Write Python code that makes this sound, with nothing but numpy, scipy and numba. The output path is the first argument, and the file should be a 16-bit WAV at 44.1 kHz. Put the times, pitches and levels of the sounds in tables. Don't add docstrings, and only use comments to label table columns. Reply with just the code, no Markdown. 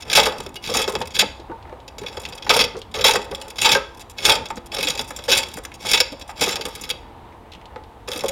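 import sys
import numpy as np
from scipy import signal
from scipy.io import wavfile
from scipy.ndimage import uniform_filter1d
from numba import njit

SR = 44100
rng = np.random.default_rng(int(sys.argv[2]) if len(sys.argv) > 2 else 0)


def volts_from_decibels(level):
    exponent = np.asarray(level, float) / 20
    return 10 ** exponent


def file_out(sig):
    cols = np.atleast_2d(sig).T
    lim = np.clip(cols, -1, 1)
    pcm = np.round(lim * 32767).astype(np.int16)
    wavfile.write(sys.argv[1], SR, pcm)


N = 366471

# start_s [s], level_db [dB peak],
# edge_hiss_db [dB], hold_s [s]
MORE_TOUCHES = [(0.005, -26.5, -10, 0.0087), (0.022, -23.5, -15, 0.011), (0.437, -38, -1, 0.0027),
                (0.491, -37, 0.5, .003), (0.718, -29, -14, .006), (0.922, -26, -6, .006), (1.056, -27, -9, .004),
                (1.073, -27, -5, .008), (1.106, -30, -12.5, 0.02), (1.165, -9.5, -23, 0.005),
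                (2.465, -24.5, -16, 0.018), (2.79, -36.5, -2, .006), (3.216, -24.5, -12, .012),
                (3.242, -31.5, -6, 0.013), (3.481, -34, -2, 0.0069), (3.558, -26, -11, .018),
                (3.9465, -36, -7, .004), (4.228, -16, -19, .012), (0.382, -28, -6, .005),
                (4.9755, -17, -14, 0.013), (5.1058, -28, 0, 0.01), (5.897, -19, -3, 0.0077),
                (6.196, -33, -4, .008), (6.278, -37, -4, .012), (6.48, -15, -7.5, 0.015),
                (6.8376, -19, -10, 0.016), (6.892, -17, -7, .012), (8.116, -15.5, -11, 0.01),
                (8.1606, -16, -12, 0.0074), (8.2372, -21, -6, .01), (3.4, -39, -4, .004), (3.336, -37, -3, .004),
                (0.231, -8, -13, .008), (0.212, -14, -17, .006), (3.675, -8, -18, .008),
                (3.728, 1.5, -16, 0.009), (1.204, -0.5, -14, 0.017), (0.323, -23.5, -13, 0.0054),
                (0.76, -15, -7, .006), (3.761, -11.5, -17, .01)]
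# full_contact_s [s], rise_s [s], hold_s [s], cut_db [dB], push_db [dB]
CONTACTS = [(0.152, 0.087, 0.12, -21.5, -23.5), (0.27, 0.011, 0.18, -45, -46),
            (0.645, 0.029, 0.19, -29.5, -48), (0.749, .005, 0.043, -20, -22.5),
            (0.882, 0.0046, 0.098, -51, -32.5), (1.149, 0.012, 0.012, -22, -44),
            (1.981, 0.0034, 0.41, -51, -41.5), (2.499, .003, 0.11, -19.5, -25.5),
            (2.942, .002, 0.073, -32, -27), (3.042, 0.0034, 0.047, -10.5, -23),
            (3.141, .01, 0.019, -23, -26), (3.312, 0.022, 0.2, -48.5, -44), (3.583, .002, 0.11, -25, -53),
            (3.646, .005, 0.1, -22, -29), (4.179, 0.014, 0.046, -33.5, -38),
            (4.252, 0.03, 0.072, -14.5, -21), (4.725, 0.0091, 0.19, -30, -32),
            (4.946, 0.045, 0.38, -46, -49), (5.282, 0.004, 0.11, -18.5, -28), (5.46, .01, 0.1, -42, -61),
            (5.807, .02, .045, -35, -45), (0.052, 0.009, 0.033, -47, -41), (2.062, .003, 0.022, -38, -59),
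            (2.12, .005, 0.019, -43, -60), (3.617, .003, 0.04, -16, -38), (5.858, 0.003, 0.13, -21, -38.5),
            (6.413, 0.058, 0.12, -24, -30), (6.562, .01, 0.36, -41, -43.5), (8.076, 0.0018, 0.35, -43, -35)]
# start_s [s], level_db [dB peak], edge_hiss_db [dB]
SKIPS = [(0.099, -12.5, -15.5), (0.841, -13.5, -20), (0.8772, -14.5, -12), (0.952, -14.5, -16.5),
         (0.9875, -37.5, 0.5), (1.0155, -22, -12.5), (1.9837, -20.5, -11), (2.063, -19.5, -27),
         (2.169, -22.5, -12.5), (2.2163, -35, 3), (2.2524, -24, -18), (2.2872, -28, -4),
         (2.324, -22.5, -17), (2.351, -35, 0.5), (2.377, -25, -14), (2.4237, -24, -20.5), (2.6393, -9, -15),
         (2.987, -13.5, -18), (4.8467, -13, -10.5), (4.898, -14.5, -12.5), (4.993, -12, -15),
         (5.3742, -16.5, 0.5), (5.878, -30, -12.5), (6.557, -10, -14.5), (6.6104, -16.5, -15),
         (6.6532, -14.5, -7), (6.9014, -9.5, -11), (8.133, -16, -10), (8.207, -21, -13), (8.283, -15, -4)]
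# start_s [s], level_db [dB peak], edge_hiss_db [dB], hold_s [s]
BITES = [(0.115, -10.5, -18.5, 0.006), (0.13, -5.5, -12, 0.007), (0.152, 1, -14, 0.035),
         (0.194, 0, -19, 0.0077), (0.256, -11, -11, 0.012), (0.739, -10, -8, 0.012),
         (0.77, -16.5, 0, 0.0048), (0.793, -14, -7, 0.011), (0.817, -11.5, -8, 0.0092),
         (1.1925, -0.5, -10.5, 0.007), (2.4947, 2, -20.5, 0.019), (2.537, -4.5, -14, 0.0054),
         (2.591, -3, -16, 0.015), (2.609, -2, -18, 0.009), (3.01, -12.5, -16.5, 0.014),
         (3.043, -1, -17, 0.02), (3.615, -13.5, -4, 0.017), (3.646, -0.5, -25.5, 0.024),
         (3.691, -3.5, -15.5, 0.009), (3.716, 2, -15, 0.006), (4.252, 0.5, -14, 0.005),
         (4.294, 1, -14.5, 0.0092), (4.7845, -14.5, -12, 0.006), (4.828, -10, -13.5, 0.011),
         (4.871, -11.5, -15, 0.016), (5.316, 1.5, -15.5, 0.02), (5.934, -1.5, -14.5, 0.017),
         (5.974, -9.5, -22, 0.0072), (6.0026, -0.5, -14.5, 0.008), (6.41, -8.5, -8, 0.027)]
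# start_s [s], level_db [dB peak], rest_share_db [dB], hold_s [s]
JOLTS = [(0.175, -8, -2.5, 0.014), (0.462, -21.5, -21, 0.0053), (0.69, -10.5, -27, 0.021),
         (0.877, -9.5, -39, 0.0076), (0.953, -12.5, -15, 0.0036), (1.0127, -14, -16, 0.0033),
         (1.226, -15.5, -10, 0.0067), (1.498, -21.5, -27, 0.012), (2.171, -18, -16.5, 0.0053),
         (2.466, -18, -9, 0.0047), (2.502, -6, -2, 0.0036), (2.753, -19.5, -22, 0.011),
         (3.004, -13.5, -22.5, 0.0039), (3.045, -9, -7, 0.0047), (3.087, -14, -2, 0.013),
         (3.321, -18.5, -22, 0.0078), (3.656, -24, 8.5, 0.03), (3.751, -8.5, -8, 0.011),
         (4.288, -16, 0, 0.022), (4.993, -17.5, -14.5, 0.011), (5.188, -36, -1.5, 0.005),
         (5.282, -22, -8, 0.0056), (5.573, -20.5, -13.5, 0.007), (5.849, -22.5, -5.5, 0.0055),
         (5.938, -21, 2.5, 0.013), (6.292, -36.5, 4, 0.01), (6.47, -10.5, -20, 0.012),
         (6.653, -20, -17, 0.021), (7.7606, -27, -14, 0.004), (8.237, -9.5, -25, 0.005)]
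# start_s [s], level_db [dB peak], rest_share_db [dB]
KNOCKS = [(0.263, -6, -13), (0.401, -20, -15), (0.747, -9, -14), (1.396, -32, -26), (1.652, -35, -11),
          (1.722, -29, -25), (1.981, -26, -26), (2.038, -22, -21), (2.563, -13.5, -7), (2.591, -9.5, -9),
          (3.156, -18, -1), (3.623, -27, -13), (4.248, -26.5, -15), (4.504, -22, -6.5),
          (4.572, -25.5, -10.5), (5.107, -29.5, 1), (6.124, -24, -16), (6.417, -10.5, -15.5),
          (6.594, -21, -27), (6.937, -29.5, -29), (8.082, -18, -25)]
# start_s [s], level_db [dB peak], edge_hiss_db [dB], hold_s [s]
GRAZES = [(0.403, -19.5, -9.5, 0.0041), (0.4636, -23.5, -10, .003), (0.542, -31, -5, .004),
          (0.5566, -19.5, -13.5, 0.015), (1.879, -22, -15, 0.0061), (2.9142, -35, -12, 0.0077),
          (3.313, -22.5, -13.5, 0.0057), (3.348, -21, -11, 0.011), (3.414, -22.5, -9.5, 0.0092),
          (3.973, -35.5, -3.5, 0.0091), (3.995, -28, -6.5, 0.028), (4.098, -33.5, 0.5, 0.019),
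          (4.456, -20, -15, 0.0084), (4.502, -23, -10.5, 0.01), (4.568, -24, -8.5, 0.012),
          (4.66, -36.5, 1.5, 0.012), (5.0774, -31, 1.5, 0.018), (5.163, -24.5, -2.5, 0.012),
          (5.239, -24.5, -8.5, 0.024), (5.431, -15.5, -13, 0.0065), (5.569, -28.5, -1, 0.018),
          (5.651, -22, -6.5, 0.0054), (5.741, -29.5, -5.5, 0.016), (6.1208, -27.5, -12, .012),
          (6.211, -22, -12.5, 0.015), (6.294, -27.5, -6.5, 0.02), (6.685, -30, 0, 0.008),
          (6.752, -19.5, -4, 0.007), (6.812, -31.5, 8.5, 0.0081), (7.5212, -35, -24, 0.011)]
# start_s [s], level_db [dB peak], edge_hiss_db [dB]
NICKS = [(0.6394, -18, -33), (0.6744, -16, -14), (0.7002, -21.5, -15), (0.896, -17, -5.5), (0.888, -19, -6),
         (0.937, -26, -8), (1.0039, -25.5, -7), (1.189, -10, -9), (2.0144, -27, -12), (2.0334, -28, -12),
         (2.0824, -22, -18.5), (2.1271, -27.5, -17), (2.199, -29, -3.5), (2.2343, -23, -14),
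         (2.2747, -39, -15), (2.446, -21.5, -16), (2.5644, -5.5, -6.5), (2.9423, -12.5, -16),
         (2.9594, -20.5, -24), (3.0746, -6.5, -26), (3.1097, -1.5, -13), (3.1364, -8, -9), (3.157, -11, -7),
         (3.5034, -23.5, -7), (3.5859, -9, -21), (3.7492, -2.5, -19), (4.1841, -14.5, -26),
         (4.265, -1, -11), (4.2783, -5, -11), (4.3174, -6.5, -16), (4.354, -8.5, -11), (4.7182, -20, -17),
         (4.7456, -15.5, -5), (4.7664, -11, -16), (4.8085, -13, -12.5), (4.8852, -12.5, -6.5),
         (4.9054, -14, -12), (4.9521, -17, -12), (5.0114, -17.5, -2), (5.0442, -31, -2),
         (5.1894, -22, -11.5), (5.303, -5, -9), (5.3482, -6.5, -17), (5.3862, -5, -9), (5.4858, -30, -4),
         (5.5397, -30, 3), (5.6363, -32, 0), (5.8521, -18, -14.5), (5.9144, -6, -6), (6.4394, -8, -9),
         (6.5094, -22, -2), (8.0772, -22.5, -13), (8.087, -22.5, -7), (8.1047, -29, -6), (8.1487, -27, -5),
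         (8.1744, -23, -1), (8.1916, -19, -9), (8.259, -18.5, -6)]
LIFT_DB_S = 484


def level(x, db):
    return x * volts_from_decibels(db) / np.sqrt(np.mean(x ** 2))


def even(x, s):
    return x / np.sqrt(uniform_filter1d(x ** 2, int(s * SR)).clip(1e-9))


def dull(x, hz):
    return signal.sosfilt(signal.butter(3, hz, fs=SR, output="sos"), x)


@njit
def svf(x, g, k):
    y, b, l = np.empty(len(x)), 0., 0.
    for i in range(len(x)):
        v = (b + g[i] * (x[i] - l)) / (1 + g[i] * (g[i] + k))
        b, l, y[i] = 2 * v - b, l + 2 * g[i] * v, k * v
    return y


def band(x, hz, width, bend=1.):
    hz = min(1. * hz, .42 * SR)
    centre = np.tan(np.pi * hz / SR) * bend * np.ones(len(x))
    return svf(x + 1e-18, centre, max(1. * width, 5.) / hz)


def walk(rate):
    k = int(SR / rate)
    steps = np.repeat(rng.standard_normal(N // k + 1), k)
    return 1.2 * uniform_filter1d(steps, k)[:N]


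def yard():
    # centre_hz [Hz], density_db [dB per Hz]
    spectrum = [(20, -12), (60, 7), (117, -3), (150, -35.5), (300, -8), (500, -20), (860, -1),
                (1200, -21.5), (3500, -25), (7300, -64), (15000, -63)]
    # pitch_hz [Hz], level_db [dB]
    motor = [
        (230, -62),
        (345, -56.5),
    ]
    hzs, dbs = np.transpose(spectrum)
    out, swell = 0, walk(5.6)
    for hz in 22 * 2 ** (np.arange(29) / 3):
        db = np.interp(np.log(hz), np.log(hzs), dbs) + 0.73 * swell + 0.97 * walk(5.9)
        noise = band(band(rng.standard_normal(N), hz, hz / 3), hz, hz / 3)
        out = out + volts_from_decibels(db) * level(noise, 10 * np.log10(hz))
    t = np.arange(N) / SR
    hum = sum(volts_from_decibels(db + 3.0 * walk(2.7)) * np.sin(2 * np.pi * hz * t) for hz, db in motor)
    return level(out, -44) + hum


def strokes(starts, dbs, rises_s, holds_s, fall_db_s):
    power = np.zeros(N)
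    rise_db = 21.5
    for s, db, rise_s, hold_s in np.broadcast(starts, dbs, rises_s, holds_s):
        first = max(int((s - rise_s) * SR), 0)
        last = min(int((s + hold_s + 80 / fall_db_s) * SR), N)
        i = np.arange(first, last)
        t = i / SR - s
        ramp_db = rise_db * np.minimum(t / rise_s, 0)
        drop_db = fall_db_s * np.maximum(t - hold_s, 0)
        power[i] += volts_from_decibels(db + ramp_db - drop_db) ** 2
    return power


def patch_of(*tables):
    starts = np.sort([row[0] for table in tables for row in table])
    return np.searchsorted(starts, np.arange(N) / SR)


def fibres(rate, spread_db, hiss):
    strength = volts_from_decibels(spread_db * rng.exponential(size=N))
    snaps = (rng.random(N) < rate / SR) * strength * rng.choice([-1, 1], size=N)
    return level(level(snaps, 0) + hiss * rng.standard_normal(N), 0)


def chips():
    count = int(120 * N / SR)
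    when_s, size_db = rng.random(count) * N / SR, 1.5 * rng.standard_normal(count)
    train = strokes(when_s, size_db, 0.0059, 0.002, 3501)
    power = train / train.mean() + 1
    return power / uniform_filter1d(power, int(0.052 * SR))


def ring(source, force, modes, patch, vary_db, detune, skirt_db, skirt_hz):
    chance = rng.standard_normal((patch.max() + 1, 2, len(modes)))
    load, bend = volts_from_decibels(vary_db * chance[:, 0]), 1 + detune * chance[:, 1]
    skirt_width = 1.51 * skirt_hz

    def body(x):
        out = volts_from_decibels(skirt_db) * band(band(x, skirt_hz, skirt_width), skirt_hz, skirt_width)
        for k, (hz, width, db) in enumerate(modes):
            out = out + (-1) ** k * volts_from_decibels(db) * band(x * load[patch, k], hz, width, bend[patch, k])
        return out

    return body(source * force) / np.std(body(source))


def touches(rows, edge, base_db, rise_s, hold_s, fall_db_s, snap_db):
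    s, peak_db, hiss_db = np.transpose(rows)[:3]
    db = base_db + peak_db + edge * hiss_db
    return strokes(s, db, rise_s, hold_s, fall_db_s) + strokes(s, db + snap_db, 0.0018, 0.0005, 2605)


def cut(edge, grain):
    s, rise_s, hold_s, cut_db, _ = np.transpose(CONTACTS)
    bite_s, bite_hold_s = np.transpose(BITES)[[0, 3]]
    light = GRAZES + MORE_TOUCHES
    light_hold_s = np.transpose(light)[3]
    slip_s, slip_db = 0.013, -2
    slip = volts_from_decibels(slip_db * strokes(bite_s - slip_s, 0, .006, slip_s - .002, 9000).clip(0, 1)) ** 2
    power = grain * slip * strokes(s, cut_db - 12.5 * edge, rise_s, hold_s, LIFT_DB_S)
    power = power + touches(BITES, edge, -8, 0.0025, bite_hold_s, 1796, snap_db=1.5)
    power = power + touches(SKIPS, edge, -11, 0.0026, 0.01, 2200.5, snap_db=6)
    power = power + touches(light, edge, -11.5, 0.003, light_hold_s, 2596, snap_db=5)
    return power + touches(NICKS, edge, -11.5, 0.004, 0.0042, 1800, snap_db=3)


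def tool():
    # pitch_hz [Hz], width_hz [Hz], level_db [dB]
    shank_modes = [(1645, 120, -8.5), (1950, 320, -9.5), (2223, 91, -4.5), (2590, 95, 3.5), (3050, 25, -18),
                   (3378, 180, 4), (3878, 80, -1), (4692, 170, -1.5), (5380, 114, 0), (5980, 66, -16)]
    # pitch_hz [Hz], width_hz [Hz], level_db [dB]
    hook_modes = [(5810, 570, 0), (7066, 205, 7), (9030, 560, -3.5), (10100, 310, -14), (10720, 350, -8),
                  (13400, 790, -15.5)]
    patch, grain = patch_of(CONTACTS, BITES, SKIPS, GRAZES, MORE_TOUCHES, NICKS), chips()
    tear = even(fibres(rate=2500, spread_db=3.5, hiss=0.63), 0.0054) * volts_from_decibels(1.8 * walk(160))
    shank = ring(tear, np.sqrt(cut(0, grain)), shank_modes, patch,
                 vary_db=1.44, detune=.005, skirt_db=-8, skirt_hz=2875)
    hook = ring(tear, np.sqrt(cut(0.86, grain)), hook_modes, patch,
                vary_db=2.5, detune=0.021, skirt_db=-8.0, skirt_hz=9080)
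    return volts_from_decibels(-3.0) * shank + hook


def shove(rest):
    s, rise_s, hold_s, _, push_db = np.transpose(CONTACTS)
    knock_hold_s = 0.0027
    jolts = JOLTS + [(*row, knock_hold_s) for row in KNOCKS]
    jolt_s, peak_db, share_db, jolt_hold_s = np.transpose(jolts)
    steady = strokes(s, push_db, rise_s, hold_s, LIFT_DB_S * 0.29)
    steady = steady + volts_from_decibels(-11.5) ** 2 * cut(edge=0, grain=0.7)
    steady = steady + volts_from_decibels(-50.5) ** 2
    jolt_db = -9 + peak_db + rest * (share_db + 8.5)
    jolt = strokes(jolt_s, jolt_db, .002, jolt_hold_s, 500.5)
    blow = strokes(jolt_s, jolt_db + 7, 0.00057, 0.0021, 4002.5)
    return volts_from_decibels(-5 * rest) ** 2 * steady + jolt + blow


def wood():
    # pitch_hz [Hz], width_hz [Hz], level_db [dB]
    bowl_modes = [(324.4, 54, -8.5), (393.3, 40.4, 3), (483, 51, 4.5), (541.7, 63.4, 5.5),
                  (1142, 120, -11.5)]
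    # pitch_hz [Hz], width_hz [Hz], level_db [dB]
    rest_modes = [(877, 72, 13), (911, 24, 13), (1228, 58, -2.5)]
    patch = patch_of(CONTACTS, JOLTS, KNOCKS, BITES)
    push = even(fibres(rate=500, spread_db=3.0, hiss=0.67), 0.0079) * volts_from_decibels(1.5 * walk(70))
    bowl = ring(push, np.sqrt(shove(0)), bowl_modes, patch,
                vary_db=2, detune=0.038, skirt_db=-9, skirt_hz=572)
    rest = ring(push, np.sqrt(shove(0.93)), rest_modes, patch,
                vary_db=2, detune=0.013, skirt_db=-4.0, skirt_hz=1464)
    return dull(volts_from_decibels(-4.5) * bowl + volts_from_decibels(-1.26) * rest, 2270)


def frame():
    smooth_s = 0.032
    load = np.sqrt(uniform_filter1d(shove(0), int(smooth_s * SR)).clip(0)) ** 0.63
    shake = rng.standard_normal(N) * volts_from_decibels(3.0 * walk(25))
    body = band(shake, 65, 68) + volts_from_decibels(-4.0) * band(shake, 140, 89) + volts_from_decibels(-6.5) * band(shake, 220, 120)
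    return level(dull(body, 448), 0) * (volts_from_decibels(-23) * load + volts_from_decibels(-63))


def pings():
    loose_rings = [(0.263, -19, 525, 0.096), (0.564, -25, 2885, 0.082), (1.516, -24, 905, .13),
                   (1.5175, -29, 1480, 0.033), (2.991, -16.5, 485, .07), (3.051, -12, 525, .07),
                   (3.353, -37, 3210, 0.076), (3.419, -35, 2910, 0.074), (3.652, -5.5, 885, .13),
                   (3.689, -18, 866, .11), (3.752, -10, 1590, .08), (3.756, -14, 545, 0.1),
                   (3.779, -28.5, 1305, 0.2), (4.296, -9, 875, .14), (4.421, -31, 872, 0.25),
                   (5.945, -22.5, 950, 0.087), (7.759, -29, 862, .16), (7.76, -28, 515, .065),
                   (7.821, -34, 882, 0.037)]
    out, t = np.zeros(N + 8192), np.arange(8192) / SR
    for s, db, hz, t60 in loose_rings:
        i = int(s * SR)
        onset = 1 - np.exp(-t / 0.0022)
        out[i:i + len(t)] += volts_from_decibels(db - 60 * t / t60) * np.sin(2 * np.pi * hz * t) * onset
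    return out[:N]


def thumps():
    timber_thumps = [(0.878, -18, 397), (1.218, -26, 206), (1.26, -37, 128), (1.394, -31.5, 346),
                     (1.497, -20.5, 340), (1.697, -34, 605), (2.016, -21.5, 410), (2.747, -24, 383),
                     (3.175, -26, 200), (3.313, -20, 418), (4.569, -32.5, 228), (5.57, -35, 290),
                     (5.85, -48, 234), (6.121, -28, 288), (6.902, -41, 347), (7.76, -37, 226),
                     (8.156, -27, 310), (8.238, -34, 330), (0.936, -18.5, 425), (1.526, -30, 450),
                     (2.04, -36, 410), (4.789, -34, 252), (4.85, -24, 300), (4.9, -25, 150),
                     (5.0, -31, 250)]
    out, t = np.zeros(N + 8192), np.arange(8192) / SR
    t60_s = 0.087
    shape = (1 - np.exp(-t / 0.0026)) * volts_from_decibels(-60 * t / t60_s)
    for s, db, hz in timber_thumps:
        pair = np.sin(2 * np.pi * hz * t) + 0.21 * np.sin(2 * np.pi * 2.3 * hz * t)
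        i = int(s * SR)
        out[i:i + len(t)] += volts_from_decibels(db) * pair * shape
    return out[:N]


def ticks():
    crackles = [(1.3994, -36, 3460), (1.7265, -30.5, 700), (1.243, -25, 200), (7.55, -31.5, 2950),
                (1.6266, -37, 3260), (1.695, -37, 1850), (1.726, -45, 2160), (1.8023, -37, 3240),
                (2.817, -24.5, 3300), (5.65, -23, 1500), (5.7176, -28.5, 2320), (7.2894, -47, 2780),
                (7.3246, -42, 1950), (7.519, -34, 2840), (7.535, -30.5, 3090), (7.614, -38, 2190),
                (7.656, -31, 3600), (7.7597, -36, 1500), (7.76, -35, 3600), (7.838, -37.5, 3180),
                (1.5153, -32, 1300), (1.675, -41, 1700), (2.2526, -17, 2760), (4.8295, -15, 2980),
                (4.785, -19, 2700), (1.0167, -20, 2980), (2.768, -30, 5450), (2.778, -36, 4800),
                (4.558, -31, 6500), (4.252, -7, 3400), (4.487, -28, 6500)]
    out, t = np.zeros(N), np.arange(2048) / SR
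    for s, db, hz in crackles:
        puff = rng.standard_normal(len(t)) * (np.exp(-t / 0.008) + 1.5 * np.exp(-t / .0008))
        crack = band(band(puff, hz, 0.48 * hz), hz, 1.0 * hz)
        crack = crack + volts_from_decibels(-24.5) * band(band(puff, hz, 3 * hz), hz, 3 * hz)
        i = int(s * SR)
        out[i:i + len(t)] += volts_from_decibels(db) * crack / np.abs(crack).max()
    return out


def wall(x, slap_s, slap_db, tail_db, t60):
    t = np.arange(SR // 2) / SR
    fade = np.exp(-np.log(1000) * t / t60) * (t > slap_s)
    tail = band(rng.standard_normal(len(t)), 1200, 4000) * fade
    echo = volts_from_decibels(tail_db) * tail / np.linalg.norm(tail)
    echo[0], echo[int(slap_s * SR)] = 1, volts_from_decibels(slap_db)
    return signal.fftconvolve(x, echo)[:N]


def scene():
    lathe = tool() + wood() + frame() + pings() + thumps() + ticks()
    hiss = level(band(rng.standard_normal(N), 6000, 14000), -67.5)
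    return (wall(lathe, slap_s=.004, slap_db=-17.0, tail_db=-18.0, t60=0.39) + yard() + hiss)[None]


def top_cut(x):
    return signal.sosfilt(signal.butter(12, 16820, fs=SR, output="sos"), x)


def record(dry):
    top = 0.61
    flattened = dry / (1 + np.abs(dry / top) ** 4) ** 0.25
    low_pass = signal.ellip(8, .2, 50, 16000, fs=SR, output="sos")
    return top_cut(signal.sosfilt(low_pass, flattened))


dry = scene()
out = record(dry)
file_out(out)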